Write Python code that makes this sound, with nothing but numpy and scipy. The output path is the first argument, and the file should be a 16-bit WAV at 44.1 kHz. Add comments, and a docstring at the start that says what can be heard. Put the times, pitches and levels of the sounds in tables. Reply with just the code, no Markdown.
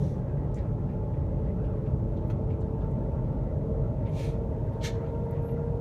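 """Wheels rumble through the floor of a fast electric train, heard inside as it gently gains speed.
Rough rails and uneven wheels shake the car, and the motors sing a hum that rises as they turn faster.
A fan drones, the vents blow, and loose panels buzz. Close by come a fading wisp of hiss, two brief
hisses, small rustles and ticks, the light clack of a fitting, and a few faint, thin squeaks."""
import sys
import numpy as np
from scipy import signal
from scipy.fft import rfft, irfft
from scipy.io import wavfile

SR = 44100
rng = np.random.default_rng(int(sys.argv[2]) if len(sys.argv) > 2 else 0)


def unload_audio(sound):
    """Save the sound as a 16-bit wav file, at the path given as the first command line argument."""
    columns = np.transpose(np.atleast_2d(sound))
    # keep every value between -1 and 1, then stretch to whole-number steps
    steps = np.round(np.clip(columns, -1, 1) * 32767)
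    wavfile.write(sys.argv[1], SR, steps.astype(np.int16))


N = 255901
T = np.arange(N) / SR


# The deep rumble of rolling. Each row: pitch in Hz, relative strength in dB.
RUMBLE_COLOUR = [(20, -22.5), (28, -19), (42, -1.5), (70, 2), (105, 2), (145, -1), (175, -5.5), (230, -9),
                 (300, -14), (390, -16), (500, -19), (630, -17), (700, -39.5), (1000, -59.5)]
# The higher roar of rolling. Each row: pitch in Hz, relative strength in dB.
ROAR_COLOUR = [(400, -3), (650, 5), (800, 5.5), (950, 1), (1100, -5), (1400, -14), (1700, -25.5),
               (2200, -28.5), (3000, -33.5), (4200, -38.5), (8000, -59)]
# Body panels rung by the rails. Each row: pitch in Hz, width in Hz, level in dB.
BODY_PANELS = [(433.7, 39, -53.5), (548, 57, -49.5), (613.5, 20, -56), (866.5, 76, -60.5)]
# How rough the track is. Each row: time in seconds, boost to rumble and panels in dB.
TRACK_ROUGHNESS = [(0, -0.5), (1, -1), (2.7, -1), (3.7, 0.5), (4.7, -0.6), (5.8, -2)]

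def rolling_wheels(wheel_turns, rumble_db=-29.5, rumble_db_per_s=-0.15, roar_db=-51.5, treads_db=-40):
    """Rough rails shake floor and panels; the uneven wheel treads repeat their bumps on every turn."""
    track_db = curve(TRACK_ROUGHNESS)
    # The faster the rails pass, the higher the rumble.
    rails = np.interp(wheel_turns, np.linspace(0, wheel_turns[-1], N), noise(RUMBLE_COLOUR))
    rumble = from_db(rumble_db + rumble_db_per_s * T + track_db) * rails
    roar = from_db(roar_db + .5 * drift(8.4)) * noise(ROAR_COLOUR)
    panels = sum(from_db(db + track_db + drift(12)) * ringing_noise(hz, width)
                 for hz, width, db in BODY_PANELS)
    bumps_per_turn = np.array([11, 32, 35, 38, 40, 43, 46, 49, 50, 52])
    gains = colour_gain(RUMBLE_COLOUR, bumps_per_turn * wheel_turns[-1] / T[-1])
    treads = sum(gain * tone(bumps * wheel_turns, waver_db=3.5, blur_rad=0.3)
                 for bumps, gain in zip(bumps_per_turn, gains))
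    return rumble + roar + panels + from_db(treads_db) * treads


# Swells in the rumble. Each row: peak time in seconds, level in dB, fade time in seconds, pitch in Hz.
RUMBLE_SURGES = [(.03, -28, 0.045, 148), (.55, -30, .025, 91.5), (.75, -33.5, .04, 155),
                 (1.19, -33.5, 0.064, 74.7), (2.01, -36, .025, 101), (3.22, -30.5, 0.043, 122),
                 (3.64, -33, .06, 139)]

def surges():
    """The rumble swells for a moment now and then."""
    return noise_bursts(RUMBLE_SURGES, width_share=0.25, grain_db=2.5, attack_share=0.68)


# How fast the motors spin. Each row: time in seconds, turns per second.
SHAFT_SPEED = [(0, 35.48), (2, 36.54), (4, 37.72), (5.8, 38.8)]

def motor_shaft():
    """The shaft slowly speeds up; gives its speed and the number of turns made so far."""
    speed = curve(SHAFT_SPEED)
    return speed, np.cumsum(speed) / SR


# The motors' leading hum. 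Each row: time in seconds, level in dB.
HUM_LEVEL = [(0, -40), (.25, -52), (1.1, -50.5), (1.75, -43), (2.3, -47.5), (2.5, -43), (2.85, -44.5),
             (3.4, -52.5), (3.7, -37.5), (4.03, -50), (4.35, -39.5), (4.7, -48.5), (4.93, -38), (5.2, -41),
             (5.52, -37), (5.8, -39.5)]
# The whine an octave above it. Each row: time in seconds, level in dB.
WHINE_LEVEL = [(0, -57), (.75, -63), (.98, -51), (1.5, -63.5), (1.95, -70.5), (2.22, -52.5), (2.5, -64),
               (2.85, -49), (3.3, -53.5), (3.65, -62.5), (4.15, -56), (4.4, -59), (4.75, -52), (5, -56.5),
               (5.2, -48.5), (5.45, -57.5), (5.7, -56)]
# The other motor tones. Each entry: vibrations per turn of the shaft.
TONES_PER_TURN = (3, 4, 5, 6, 7, 9, 10, 11, 14, 17, 22, 30, 36)
# Their strength, in the same order. Each entry: level in dB before swelling.
TONE_LEVELS = [-45, -44.5, -54, -52.5, -53.5, -57, -58.5, -58.5, -60.5, -58.5, -66, -74, -74]
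# Pitches at which a rising motor tone swells for a while. Each row: pitch in Hz, width in Hz, boost in dB.
TONE_SWELLS = [(109.2, 1.8, 5.5), (112.7, 1.2, 5), (140.7, 2.9, 9.5), (181.3, 4.1, 14), (221.4, 4.2, 6),
               (330.1, 4.9, 13), (643, 14, 6), (1010, 9.8, 4.5), (1393, 12, 8.5)]

def motors(speed, turns):
    """Motor and gear tones rise with the shaft's speed; some swell and sink as they climb."""
    hum = from_db(curve(HUM_LEVEL)) * rough_tone(12 * turns, roughness=0.28, rate_hz=18)
    whine = from_db(curve(WHINE_LEVEL)) * rough_tone(24 * turns, roughness=.1 + .02 * T ** 2, rate_hz=25)
    out = hum + whine
    for per_turn, db in zip(TONES_PER_TURN, TONE_LEVELS):
        swell = 1 + sum((from_db(boost_db) - 1) / (1 + (2 * (per_turn * speed - hz) / width) ** 2)
                        for hz, width, boost_db in TONE_SWELLS)
        out += from_db(db) * swell * tone(per_turn * turns, waver_db=0.6, blur_rad=0.46)
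    return out


# The fan's drone. Each row: time in seconds, level in dB.
FAN_LEVEL = [(0, -52), (1.2, -36.5), (4.2, -40.5), (4.7, -43), (5.8, -46)]
# The rush of air from the vents. Each row: pitch in Hz, relative strength in dB.
AIR_COLOUR = [(1500, 9), (3000, 3), (4400, -3.5), (5200, -4), (6500, -3), (7400, -7.5), (9500, -7.5),
              (10400, -13.5), (11500, -9), (15000, -14)]
# How loud that air is. Each row: time in seconds, level in dB.
AIR_LEVEL = [(0, -71), (4, -70.5), (5.1, -68.5), (5.8, -69.5)]

def ventilation(fan_hz=48.3):
    """A fan drones at one pitch under a soft rush of air."""
    drone = from_db(curve(FAN_LEVEL)) * tone(fan_hz * T, waver_db=2.5, blur_rad=0.9)
    return drone + from_db(curve(AIR_LEVEL)) * noise(AIR_COLOUR)


# The noise all hisses share. Each row: pitch in Hz, relative strength in dB.
HISS_COLOUR = [(1000, -8.5), (1400, -4.5), (1900, -3), (2700, -3.5), (3500, -1.5), (4400, -4), (5100, -7.5),
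               (6500, -7), (7100, -9.5), (8200, -14), (10000, -21.5), (12000, -20.5), (15000, -27)]
# Ringing in that noise. Each row: pitch in Hz, width in Hz, relative strength in dB.
HISS_RESONANCES = [(1776, 140, -8.5), (2185, 180, -9), (3550, 300, -17), (4130, 330, -14), (5780, 540, -15),
                   (6440, 340, -17)]
# Each row is one hiss: peak time in seconds, level in dB, rise and fall times in seconds,
# low edge in Hz, level of its airy sheen in dB, its own pitch in Hz, level of that pitch in dB.
HISS_EVENTS = [(0.029, -66, 0.048, 0.085, 2200, -73.5, 5770, -70),
               (4.224, -53.5, 0.055, 0.058, 1750, -65, 2390, -56),
               (4.851, -38.5, 0.014, 0.026, 1050, -70, 3380, -50)]

def hisses():
    """Each hiss swells and sinks with its own pitch and an airy sheen; the softer ones are thinner."""
    body = noise(HISS_COLOUR) + ring_together(HISS_RESONANCES)
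    sheen = ringing_noise(9000, 7000)
    out = 0
    for peak_s, db, rise, fall, low_hz, sheen_db, own_hz, own_db in HISS_EVENTS:
        swell = np.exp(-.5 * ((T - peak_s) / np.where(T < peak_s, rise, fall)) ** 2)
        thinned = rms_one(signal.sosfilt(signal.butter(2, low_hz, "high", fs=SR, output="sos"), body))
        own = ringing_noise(own_hz, .25 * own_hz)
        out += swell * (from_db(db) * thinned + from_db(sheen_db) * sheen + from_db(own_db) * own)
    return out * from_db(0.69 * drift(60))


# The ways a small fitting rings. Each row: pitch in Hz, width in Hz, relative strength in dB.
FITTING_RESONANCES = [(1340, 350, 1), (1950, 370, -4), (2540, 450, -5.5), (3300, 400, -6),
                      (4200, 660, -10.5), (6100, 1700, -12.5), (9200, 900, -22), (13500, 6000, -19)]

def clack(peak_s=2.301, fade_s=0.011, level_db=-55):
    """A light fitting chatters for an instant, ringing at all its pitches."""
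    envelope = burst(T - peak_s, fade_s, attack_share=0.105)
    return from_db(level_db) * envelope * ring_together(FITTING_RESONANCES)


# Each row is one rustle: peak time in seconds, level in dB, fade time in seconds, pitch in Hz.
RUSTLE_EVENTS = [(.558, -67.5, 0.014, 6400), (.574, -58, 0.027, 1740), (.582, -68, 0.017, 4000),
                 (.893, -65, 0.022, 1900), (1.14, -67.5, 0.023, 2000), (1.645, -65, 0.017, 2380),
                 (1.862, -66, 0.013, 2320), (2.170, -65, 0.011, 3250), (2.506, -63, 0.021, 2180),
                 (2.618, -72, .012, 3600), (2.812, -72.5, 0.021, 2970), (4.063, -59, 0.024, 2100),
                 (4.725, -74, 0.024, 3260), (4.812, -57, .01, 3000), (5.05, -64.5, 0.028, 2160),
                 (5.15, -67, 0.0071, 2410), (5.355, -68, .02, 2480), (5.49, -62.5, 0.0083, 2140)]

def rustles():
    """Light rubbing makes short, soft bursts of noise."""
    return noise_bursts(RUSTLE_EVENTS, width_share=0.6, grain_db=1.5, attack_share=0.21)


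# Each row is one tick: peak time in seconds, level in dB, fade time in seconds, pitch in Hz.
TICK_EVENTS = [(.543, -57, 0.0023, 6300), (.555, -64, 0.0037, 6300), (2.278, -68, 0.0049, 12400),
               (2.608, -74, 0.0067, 6700), (2.9135, -60, .002, 8000), (5.258, -70, 0.0011, 11100),
               (5.3105, -58, .001, 12800)]

def ticks():
    """The briefest rubs are heard as sharp, high ticks."""
    return noise_bursts(TICK_EVENTS, width_share=0.6, grain_db=4.5, attack_share=0.12)


# Loose ceiling and wall panels. Each row: pitch in Hz, width in Hz, level in dB.
TRIM_PANELS = [(1053, 290, -68), (1333, 240, -69.5), (1601, 220, -74), (1932, 410, -74), (2520, 330, -84),
               (3400, 1800, -88)]
# How hard they are shaken. Each row: time in seconds, boost in dB.
TRIM_SHAKING = [(0, -3.5), (1.2, 1.5), (3.5, -3), (5.3, 3), (5.8, 0.5)]

def loose_trim(unrest_db=5.0):
    """Light panels buzz in short fits as the car shakes, partly together and partly each on its own."""
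    shared_shake = drift(10)
    out = 0
    for hz, width, db in TRIM_PANELS:
        fits = 2 * np.tanh((.5 * shared_shake + drift(9.1)) / 2)
        out += from_db(db + unrest_db * fits) * ringing_noise(hz, width)
    return out * from_db(curve(TRIM_SHAKING))


# Each row is one squeak: middle time in seconds, level in dB, length in seconds.
SQUEAK_EVENTS = [(4.045, -78, .02), (4.095, -75, .04), (4.735, -84, .05), (5.133, -80, .03),
                 (5.397, -83, .02), (5.48, -71.5, .14)]

def squeaks(start_hz=11100, arch_hz_per_s=3300, rasp_hz=110, jitter_share=.55, grain_db=4.5):
    """Each raspy squeak rises and falls in pitch and strength, and is most ragged at the top."""
    level, rise_hz = np.zeros(N), np.zeros(N)
    for middle_s, db, length in SQUEAK_EVENTS:
        arch = np.clip(1 - (2 * (T - middle_s) / length) ** 2, 0, 1)
        level += from_db(db) * arch
        rise_hz += arch_hz_per_s * length * arch   # longer squeaks climb higher
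    hz = start_hz + rise_hz + (rasp_hz + jitter_share * rise_hz) * ringing_noise(200, 500)
    whistle = np.sin(2 * np.pi * np.cumsum(hz) / SR)
    return level * rms_one(whistle * from_db(grain_db * drift(120)))


# Echoes off seat back, window and luggage rack. Each row: delay in seconds, relative strength in dB.
NEAR_ECHOES = [(.0022, -16.5), (.0047, -10.5), (.0071, -12.5)]

def cabin(sound, tail_db, tail_s=0.3):
    """Near surfaces throw back quick echoes; the lining of the car adds a short, blurred tail."""
    t = T[:SR // 2]
    tail = rng.standard_normal(len(t)) * from_db(-60 * t / tail_s) * (t > .004)
    tail = signal.sosfilt(signal.butter(1, 5000, fs=SR, output="sos"), tail)   # seats soak up treble
    echoes = from_db(tail_db) * tail / np.linalg.norm(tail)
    for delay, db in NEAR_ECHOES:
        echoes[round(delay * SR)] += from_db(db)
    return sound + signal.fftconvolve(sound, echoes)[:N]


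def from_db(db):
    """Turn decibels into a number to multiply by."""
    return 10 ** (np.asarray(db) / 20)


def rms_one(x):
    """Scale a signal to an average power of 1."""
    return x / np.sqrt(np.mean(x ** 2) + 1e-20)


def curve(rows):
    """Join (time, value) points with straight lines."""
    return np.interp(T, *np.transpose(rows))


def drift(rate_hz):
    """A smooth random wander, about 1 in size; a higher rate wanders faster."""
    step, warm_up = 100, 2000
    r = np.exp(-2 * np.pi * step * rate_hz / SR)
    chance = rng.standard_normal(N // step + warm_up + 2)
    slow = signal.lfilter([1], [1, -2 * r, r * r], chance)[warm_up:]
    return np.interp(np.arange(N) / step, np.arange(len(slow)), rms_one(slow))


def colour_gain(colour, hz):
    """Look up how strong a pitch is in a colour table."""
    pitches, db = np.transpose(colour)
    return from_db(np.interp(np.log(hz + 1e-3), np.log(pitches), db))


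def noise(colour):
    """Noise shaped by a colour table, dying away beyond both its ends."""
    hz = np.arange(N // 2 + 1) * SR / N
    low_hz, high_hz = colour[0][0] / 2, colour[-1][0] * 2
    ends = 1 / np.sqrt((1 + (low_hz / (hz + 1)) ** 6) * (1 + (hz / high_hz) ** 20))
    return rms_one(irfft(rfft(rng.standard_normal(N)) * colour_gain(colour, hz) * ends, N))


def ringing_noise(hz, width_hz, size=N):
    """Noise gathered round one pitch; the smaller the width, the clearer the note."""
    r = np.exp(-np.pi * width_hz / SR)
    resonance = [1, 0, -1, 1, -2 * r * np.cos(2 * np.pi * hz / SR), r * r]
    return rms_one(signal.sosfilt([resonance, resonance], rng.standard_normal(size)))


def ring_together(resonances):
    """Noise ringing at several pitches at once."""
    return sum(from_db(db) * ringing_noise(hz, width) for hz, width, db in resonances)


def tone(cycles, waver_db, blur_rad, flutter_hz=12, db_per_khz=3, rad_per_khz=0.33):
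    """A slowly wavering note with a quick flutter that is stronger for higher notes."""
    khz = cycles[-1] / T[-1] / 1000
    phase = 2 * np.pi * (cycles + rng.random())
    phase += blur_rad * drift(2.93) + rad_per_khz * khz * drift(flutter_hz)
    level_db = waver_db * drift(2.5) + db_per_khz * khz * drift(flutter_hz)
    return rms_one(np.sin(phase) * from_db(level_db))


def rough_tone(cycles, roughness, rate_hz):
    """A note shaken at random in strength and timing, so that it sounds rough."""
    phase = 2 * np.pi * (cycles + rng.random())
    shaken = (1 + roughness * drift(rate_hz)) * np.sin(phase)
    return rms_one(shaken + roughness * drift(rate_hz) * np.cos(phase))


def burst(t, fade_s, attack_share):
    """A loudness shape that rises to a rounded peak at t = 0 and dies away."""
    return np.tanh(2 * np.exp(-np.abs(t) / np.where(t < 0, attack_share * fade_s, fade_s)))


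def noise_bursts(rows, width_share, grain_db, attack_share):
    """Short grainy bursts of noise, each round its own pitch."""
    out = np.zeros(N)
    for peak_s, db, fade_s, hz in rows:
        near = np.abs(T - peak_s) < 10 * fade_s
        t = T[near] - peak_s
        band = ringing_noise(hz, hz * width_share, size=2 * SR)[-len(t):]
        out[near] += from_db(db) * burst(t, fade_s, attack_share) * band
    return out * rms_one(from_db(grain_db * drift(250)))


def scene(gear_ratio=3):
    """The running train with small sounds near the seat; ticks and clack are closest and echo least."""
    speed, turns = motor_shaft()
    wheels = surges() + rolling_wheels(turns / gear_ratio)
    train = wheels + motors(speed, turns) + ventilation() + loose_trim()
    ticking = ticks()
    nearby = cabin(rustles() + hisses() + squeaks(), tail_db=-13)
    closest = cabin(ticking + clack(), tail_db=-20.5)
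    return (train + nearby + closest)[None]


def record(dry, cutoff_hz=15300):
    """The very highest treble is cut off steeply."""
    return signal.sosfilt(signal.ellip(12, .1, 90, cutoff_hz, fs=SR, output="sos"), dry)


dry = scene()
out = record(dry)
unload_audio(out)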